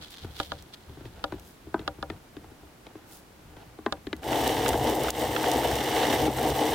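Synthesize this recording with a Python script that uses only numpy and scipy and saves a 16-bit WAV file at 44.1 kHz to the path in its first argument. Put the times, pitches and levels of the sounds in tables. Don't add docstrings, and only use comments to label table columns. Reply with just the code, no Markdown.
import sys
import numpy as np
from scipy import signal
from scipy.fft import rfft, irfft
from scipy.io import wavfile
from scipy.ndimage import uniform_filter1d

SR = 44100
rng = np.random.default_rng(int(sys.argv[2]) if len(sys.argv) > 2 else 0)


def to_wav(s):
    ch = np.atleast_2d(s).T
    pcm = np.round(np.clip(ch, -1, 1) * 32767)
    wavfile.write(sys.argv[1], SR, pcm.astype(np.int16))


N = 297234
TIME = np.arange(N) / SR
HIT_TIME = TIME[:SR // 4]

# frequency in Hz, relative level in dB.
AIR_SPECTRUM = [(15, -48), (25, -6.5), (82, -5), (217, -7.5), (309, -5.5), (503, -12.5), (796, -14.5),
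                (2280, -22.5), (6920, -30.5), (14400, -32.5), (16000, -35)]
AIR_SIDE_SPECTRUM = [(80, -14), (200, -10.5), (700, -3.5), (2400, -1)]
SLEEVE_SPECTRUM = [(500, -12), (1500, -0.5), (2600, -3.5), (3300, 7), (4300, 3.5), (5200, -3), (7000, -10),
                   (16000, -17.5)]
SKIN_SPECTRUM = [(1500, -14), (4000, 0), (8000, -1), (13000, 0.5), (16000, -2)]
TICK_SPECTRUM = [(1200, 3), (1900, -3.5), (2400, -7.5), (3400, 4), (4300, -2.5), (5500, -12), (8000, -20),
                 (16000, -38)]
SNAP_SPECTRUM = [(1000, -21), (3000, 3), (6000, 3.5), (9000, 2), (12000, -2), (16000, 0.5)]
CRACK_SPECTRUM = [(600, -16), (1400, 3.5), (2000, -7), (2450, -6), (3300, -7), (5000, -17.5), (16000, -48)]
STEEL_SPECTRUM = [(600, -34.5), (1100, -0.5), (1400, -8), (1750, -2.5), (2050, -0.5), (2450, -11),
                  (2950, -1), (3250, -5.5), (3600, -4.5), (4200, -10.5), (5100, -13.5), (5700, -10),
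                  (6500, -17.5), (16000, -26)]
GRATINGS_SPECTRUM = [(1500, -41), (4000, 0), (7000, 4), (9000, 8), (10500, -3), (11800, 6), (13000, 1.5),
                     (14700, 9.5), (16000, -6)]

# frequency in Hz, relative level in dB, seconds to fall 60 dB.
CRANK_MODES = [(122, -29, .12), (308, -4, 0.17), (495, -8, 0.14), (560, -5.5, 0.12), (659, -6, 0.056),
               (770, -3.5, 0.092), (957, -6, 0.089), (1225, 4.5, 0.024), (1433, 1, 0.037),
               (1657, -3, 0.025)]
SEAT_MODES = [(128, -24, 0.071), (205, -9.5, 0.17), (251, -2.5, 0.087), (306, 6, 0.078), (401, 7, 0.042)]
SHELL_MODES = [(631, 3, 0.026), (808, -6, 0.056), (999, 0, 0.039), (1172, -7.5, 0.047), (1500, -0.5, 0.029),
               (1790, -30, 0.02)]
WALL_MODES = [(1770, -5.5, 0.037), (1912, -8.5, 0.055), (2036, -1, 0.018), (2520, -7.5, 0.025),
              (3200, -4, 0.011), (3540, -19, 0.0083)]
# frequency in Hz, bandwidth in Hz, relative level in dB.
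TABLE_RESONANCES = [(61.4, 12, -3.5), (106.6, 17, -9), (132, 7.5, -1.5)]
HOUSING_RESONANCES = [(239.6, 70, -5.5), (308.4, 25, 3.5), (386.4, 57, -0.5), (443.5, 75.6, 4),
                      (500, 102, 2), (620, 96, -1.5), (734, 98, 1.5), (837, 91, 1.5), (915.6, 76, -1.5)]

# middle in seconds, length in seconds, relative level in dB.
SLEEVE_BRUSHES = [(0.034, 0.042, -48.5), (0.16, 0.17, -49), (0.406, .1, -46.5), (0.557, 0.1, -56.5),
                  (0.741, 0.02, -49.5), (1.0, 1, -64.5)]
PALM_SLIDES = [(0.12, 0.031, -54), (0.412, 0.15, -57), (1.475, 0.11, -59), (3.142, .1, -53)]
# middle and length in seconds, relative rub and rumble in dB.
FINGER_RUBS = [(0.01, 0.093, -52, -50), (0.61, 0.1, -72, -55), (1.184, 0.062, -54, -52),
               (2.48, 0.21, -63, -58), (2.884, 0.066, -54.5, -60), (3.138, 0.16, -56, -62),
               (3.44, 0.14, -61, -52), (3.624, .16, -53, -51), (4.18, 0.08, -54, -55)]
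# start in seconds, relative level in dB, tick offset in dB.
CRANK_CLACKS = [(0.4, -17, -6), (0.5185, -19, -8.5), (1.2405, -15, -6.5), (1.8771, -15.5, -7),
                (2.0268, -18, -13), (3.9237, -17.5, -7.5)]
# start in seconds, relative level in dB,
# shell offset in dB, wall and tick offset in dB, relative table level in dB.
DRUM_BUMPS = [(0.245, -28, -16, -22, -40.5), (0.894, -38.5, -13, -15, -46.5), (0.971, -36.5, -15, -29, -49),
              (1.008, -34, -13, -19, -55), (1.054, -33.5, -18, -14.5, -46),
              (1.322, -23, -10.5, -18.5, -44.5), (1.338, -27, -33, -23, -49), (1.669, -32.5, -29, -40, -51),
              (1.742, -14, -6.5, -27.5, -51), (1.793, -27, -24, -13.5, -43.5),
              (1.984, -33.5, -20, -28, -50), (2.1, -24, -12, -8.5, -45), (2.367, -29, -21, -14, -58),
              (2.443, -43.5, -4, -14, -60), (2.514, -37, -17, -24, -66), (2.631, -43, -9, -28, -56),
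              (2.867, -39.5, -10, -4, -64), (2.953, -31.5, -17, -23, -55), (3.567, -41, -6, -8, -60),
              (3.787, -29.5, -15, -25, -58), (3.862, -15, -7, -12.5, -55), (4.069, -23, -27, -14, -50),
              (4.129, -20.5, -15.5, -9.5, -53), (4.74, -16.5, -8.5, -24, -50),
              (6.278, -12.5, -19.5, -23, -42)]
# start in seconds, relative level in dB.
BIT_SNAPS = [(0.106, -39), (0.624, -38), (1.3966, -39), (4.1654, -40.5), (4.4766, -17), (4.6815, -17),
             (4.6897, -14), (4.898, -23), (5.035, -22.5), (5.104, -16.5), (5.5156, -20.5), (5.7547, -19),
             (6.4295, -22), (6.502, -23)]
NUT_CRACKS = [(4.232, -35), (4.3293, -20), (4.6604, -20.5), (4.731, -28), (5.0452, -27), (5.083, -25),
              (5.363, -20), (5.441, -23), (5.633, -27), (6.385, -29), (6.6164, -31)]
# time in seconds, depth in dB, recovery in seconds.
CRANK_CATCHES = [(5.11, -14.5, 0.077), (6.285, -8, 0.1)]
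# time in seconds, relative housing level in dB, relative rasp level in dB.
CUTTER_LOAD = [(4.3, -27.5, -37.5), (4.47, -25.5, -34.5), (4.56, -28.5, -37.5), (4.66, -25.5, -35.0),
               (4.79, -29.5, -43.5), (4.87, -23.0, -34), (4.97, -28.5, -42.5), (5.09, -29.0, -36.5),
               (5.19, -28.5, -38), (5.23, -27.5, -38), (5.29, -33, -40.5), (5.45, -26, -35.5),
               (5.62, -26.5, -36.0), (5.87, -30.5, -36), (6.02, -24.5, -31.0), (6.14, -27, -33),
               (6.26, -24, -37), (6.37, -29.5, -39), (6.46, -24, -36.5), (6.54, -29.5, -38.5),
               (6.62, -24.5, -35.5), (6.74, -28.0, -35)]


def undb(db):
    return 10 ** (np.asarray(db) / 20)


def unit(x):
    return x / np.sqrt(np.mean(x ** 2))


def crest(x):
    return x / np.abs(x).max()


def walk(rate):
    hold = int(SR / rate)
    steps = np.repeat(rng.standard_normal(N // hold + 1), hold)
    return unit(uniform_filter1d(steps, hold)[:N])


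def colour(x, spectrum, size=4096):
    hz, db = np.transpose(spectrum)
    bin_hz = np.arange(size // 2 + 1) * SR / size
    log_gain = np.log(undb(np.interp(np.log(bin_hz + 1), np.log(hz), db)))
    cepstrum = irfft(log_gain)[:size // 2] * np.r_[1, np.full(size // 2 - 1, 2)]
    response = irfft(np.exp(rfft(cepstrum, size)))
    return signal.fftconvolve(x, response[None], axes=-1)[:, :x.shape[-1]]


def resonate(x, resonances):
    return sum((-1) ** k * undb(db) * signal.lfilter(*signal.iirpeak(hz, hz / width, SR), x)
               for k, (hz, width, db) in enumerate(resonances))


def stereo(pair, side_db, pan_db=0):
    side = undb(side_db) * pair[1]
    return np.array([(pair[0] + side) * undb(pan_db / 2), (pair[0] - side) * undb(-pan_db / 2)])


def grains(rate, spread_db):
    impulses = (rng.random((2, N)) < rate / SR) * rng.choice([-1, 1], (2, N))
    return impulses * undb(spread_db * np.minimum(rng.standard_normal((2, N)), 2.5))


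def burst(spectrum, t60):
    noise = rng.standard_normal((2, len(HIT_TIME)))
    return crest(colour(noise * undb(-60 * HIT_TIME / t60), spectrum))


def ring(modes, lag_s, detune):
    out = 0
    for k, (hz, db, t60) in enumerate(modes):
        age = np.maximum(HIT_TIME - lag_s * np.sqrt(1000 / hz), 0)
        envelope = np.minimum(2 * hz * age, 1) * undb(db - 60 * age / t60)
        detuned_hz = hz * (1 + detune * rng.standard_normal())
        out = out + (-1) ** k * envelope * np.sin(2 * np.pi * detuned_hz * age)
    return out


def add(out, start, sound):
    i = int(start * SR)
    out[:, i:i + len(HIT_TIME)] += sound[..., :N - i]


def strokes(rows):
    return sum(undb(db) * 0.5 ** ((2 * (TIME - middle) / length) ** 2) for middle, length, db in rows)


def open_air(level_db=-54):
    air = undb(level_db) * unit(colour(rng.standard_normal((2, N)), AIR_SPECTRUM))
    return stereo([air[0], colour(air[1:], AIR_SIDE_SPECTRUM)[0]], side_db=0)


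def sleeve(gain_db=-1):
    fibres = grains(rate=1500, spread_db=6) * undb(2.9 * walk(100.5))
    cloth = stereo(unit(colour(fibres, SLEEVE_SPECTRUM)), side_db=-0.5, pan_db=-1)
    return undb(gain_db) * strokes(SLEEVE_BRUSHES) * cloth


def palm(crumb_db=-7):
    skin = unit(grains(rate=14000, spread_db=8))
    crumbs = undb(crumb_db) * unit(grains(rate=120, spread_db=5))
    return strokes(PALM_SLIDES) * stereo(unit(colour(skin + crumbs, SKIN_SPECTRUM)), side_db=-2)


def rocking(rise_s=0.02, fall_s=0.084, clack_db=-46):
    knocks = [(at, db) for at, *_, db in DRUM_BUMPS] + [(at, clack_db) for at, *_ in CRANK_CLACKS]
    swells = (undb(db) * np.exp(-np.maximum((at - TIME) / rise_s, (TIME - at) / fall_s))
              for at, db in knocks)
    return np.sqrt(sum(swell ** 2 for swell in swells))


def grip(gain_db=-1, slip_db=-8):
    rock = rocking()
    rub_gain = undb(slip_db) * rock + strokes((at, length, db) for at, length, db, _ in FINGER_RUBS)
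    rumble_gain = rock + strokes((at, length, db) for at, length, _, db in FINGER_RUBS)
    friction = grains(rate=1600, spread_db=5.5) * undb(2 * walk(40))
    rub = resonate(friction, HOUSING_RESONANCES) + undb(-10.5) * colour(friction, CRACK_SPECTRUM)
    housing = stereo(unit(rub), side_db=-8.5, pan_db=-1)
    damped_spectrum = [(30, -15), (55, -5), (72, 3), (95, -5.5), (125, -7), (170, -8.5), (400, -46)]
    rumble = colour(grains(rate=2000, spread_db=4.5), damped_spectrum)
    table = stereo(unit(rumble), side_db=-33, pan_db=1.5)
    return undb(gain_db) * (rub_gain * housing + rumble_gain * table)


def crank_clacks(ring_db=-1, tick_db=4, rebound_s=0.00456, rebound_db=-7):
    out = np.zeros((2, N))
    rings = np.array([ring(CRANK_MODES, lag_s=0.00096, detune=0.013) for _ in range(2)])
    body = stereo(crest(rings), side_db=-12.5, pan_db=-0.5)
    rebound = undb(rebound_db) * signal.lfilter(*signal.butter(2, 1100, fs=SR), body)
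    for start, db, bright_db in CRANK_CLACKS:
        tick = stereo(burst(TICK_SPECTRUM, t60=0.018), side_db=1, pan_db=-5)
        add(out, start, undb(db + ring_db) * body)
        add(out, start + rebound_s, undb(db + ring_db) * rebound)
        add(out, start, undb(db + bright_db + tick_db) * tick)
    return out


def rattle(blow, db, t60, rate=500):
    n = len(HIT_TIME)
    contacts = (rng.random(n) < rate / SR) * rng.standard_normal(n)
    fade = undb(db - 60 * HIT_TIME / t60) * (HIT_TIME > 0.006)
    return blow + signal.fftconvolve(blow, contacts * fade)[:n]


def drum_bumps(thud_db=-4, shell_db=6, wall_db=4, tick_db=6, thump_db=9, thump_hz=105, thump_t60=0.13):
    out = np.zeros((2, N))
    for start, db, mid_db, bright_db, table_db in DRUM_BUMPS:
        thud = undb(thud_db) * crest(ring(SEAT_MODES, lag_s=0.0009, detune=0.039))
        shell = undb(mid_db + shell_db) * crest(ring(SHELL_MODES, lag_s=0.00132, detune=0.049))
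        body = rattle(thud + shell, db=-22, t60=0.25)
        wall = undb(bright_db + wall_db) * crest(ring(WALL_MODES, lag_s=0.00078, detune=0.033))
        thump = ring([(thump_hz, table_db - db + thump_db, thump_t60)], lag_s=0.001, detune=0.15)
        tick = undb(bright_db + tick_db) * burst(TICK_SPECTRUM, t60=0.022)
        middle = body + wall + thump + tick[0]
        add(out, start, undb(db) * stereo([middle, tick[1]], side_db=-4, pan_db=2.5))
    return out


def nut_fractures(snap_db=2.5, crack_db=3):
    out = np.zeros((2, N))
    for start, db in BIT_SNAPS:
        snap = stereo(burst(SNAP_SPECTRUM, t60=0.014), side_db=-6)
        add(out, start, undb(db + snap_db) * snap)
    for start, db in NUT_CRACKS:
        crack = stereo(burst(CRACK_SPECTRUM, t60=0.035), side_db=-3.5, pan_db=-2)
        add(out, start, undb(db + crack_db) * crack)
    return out


def table_boom(cuts):
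    push = signal.lfilter(*signal.butter(3, [58, 160], "band", fs=SR), cuts)
    return stereo(unit(resonate(push, TABLE_RESONANCES)), side_db=-27.5, pan_db=1.5)


def falling_gratings(chip_db=-6):
    flakes = unit(grains(rate=9900, spread_db=5.5) * undb(1.6 * walk(90)))
    chips = undb(chip_db) * unit(grains(rate=38, spread_db=2.5))
    return unit(stereo(colour(flakes + chips, GRATINGS_SPECTRUM), side_db=-5.5, pan_db=-0.5))


def cranking(start_s=4.215, spin_up_s=0.093, catch_s=0.012, pour_db=-42, boom_db=-39):
    speed = np.clip((TIME - start_s) / spin_up_s, 0, 1)
    for at, depth_db, recovery_s in CRANK_CATCHES:
        seize = np.clip((TIME - at) / catch_s + 1, 0, 1)
        release = np.clip(1 - (TIME - at) / recovery_s, 0, 1)
        speed *= undb(depth_db * seize * release)
    times, housing_db, rasp_db = np.transpose(CUTTER_LOAD)
    housing = np.interp(TIME, times, housing_db)
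    rasp = np.interp(TIME, times, rasp_db)
    pour = pour_db + 0.33 * (rasp - rasp_db.mean())
    boom = boom_db + 0.28 * (housing - housing_db.mean()) + 2 * walk(14)
    return speed * undb([housing, rasp, pour, boom])


def grating(bite_hz=68, jitter=0.35, fade_cycles=0.85, bite_spread_db=1.2, housing_db=0.5, rasp_db=1.5):
    housing_gain, rasp_gain, pour_gain, boom_gain = cranking()
    cycles = np.cumsum(bite_hz * np.exp(jitter * walk(60))) / SR
    strength = undb(bite_spread_db * rng.standard_normal(N))[cycles.astype(int)]
    bite = strength * (0.66 + np.exp(-(cycles % 1) / fade_cycles))
    cuts = bite * grains(rate=2600, spread_db=-0.5)
    push = signal.lfilter(*signal.butter(2, [190, 1300], "band", fs=SR), cuts)
    housing = undb(housing_db) * stereo(unit(resonate(push, HOUSING_RESONANCES)), side_db=-17.5, pan_db=2)
    scrape = unit(cuts) + unit(bite * grains(rate=5000, spread_db=4))
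    rasp = undb(rasp_db) * stereo(unit(colour(scrape, STEEL_SPECTRUM)), side_db=-8.5, pan_db=-1.5)
    return (housing_gain * housing + rasp_gain * rasp
            + pour_gain * falling_gratings() + boom_gain * table_boom(cuts))


def scene():
    grater = grating() + crank_clacks() + drum_bumps() + nut_fractures()
    return grater + sleeve() + grip() + palm() + open_air()


def record(dry, top_hz=16000):
    return signal.sosfilt(signal.ellip(10, 0.2, 80, top_hz, fs=SR, output="sos"), dry)


dry = scene()
out = record(dry)
to_wav(out)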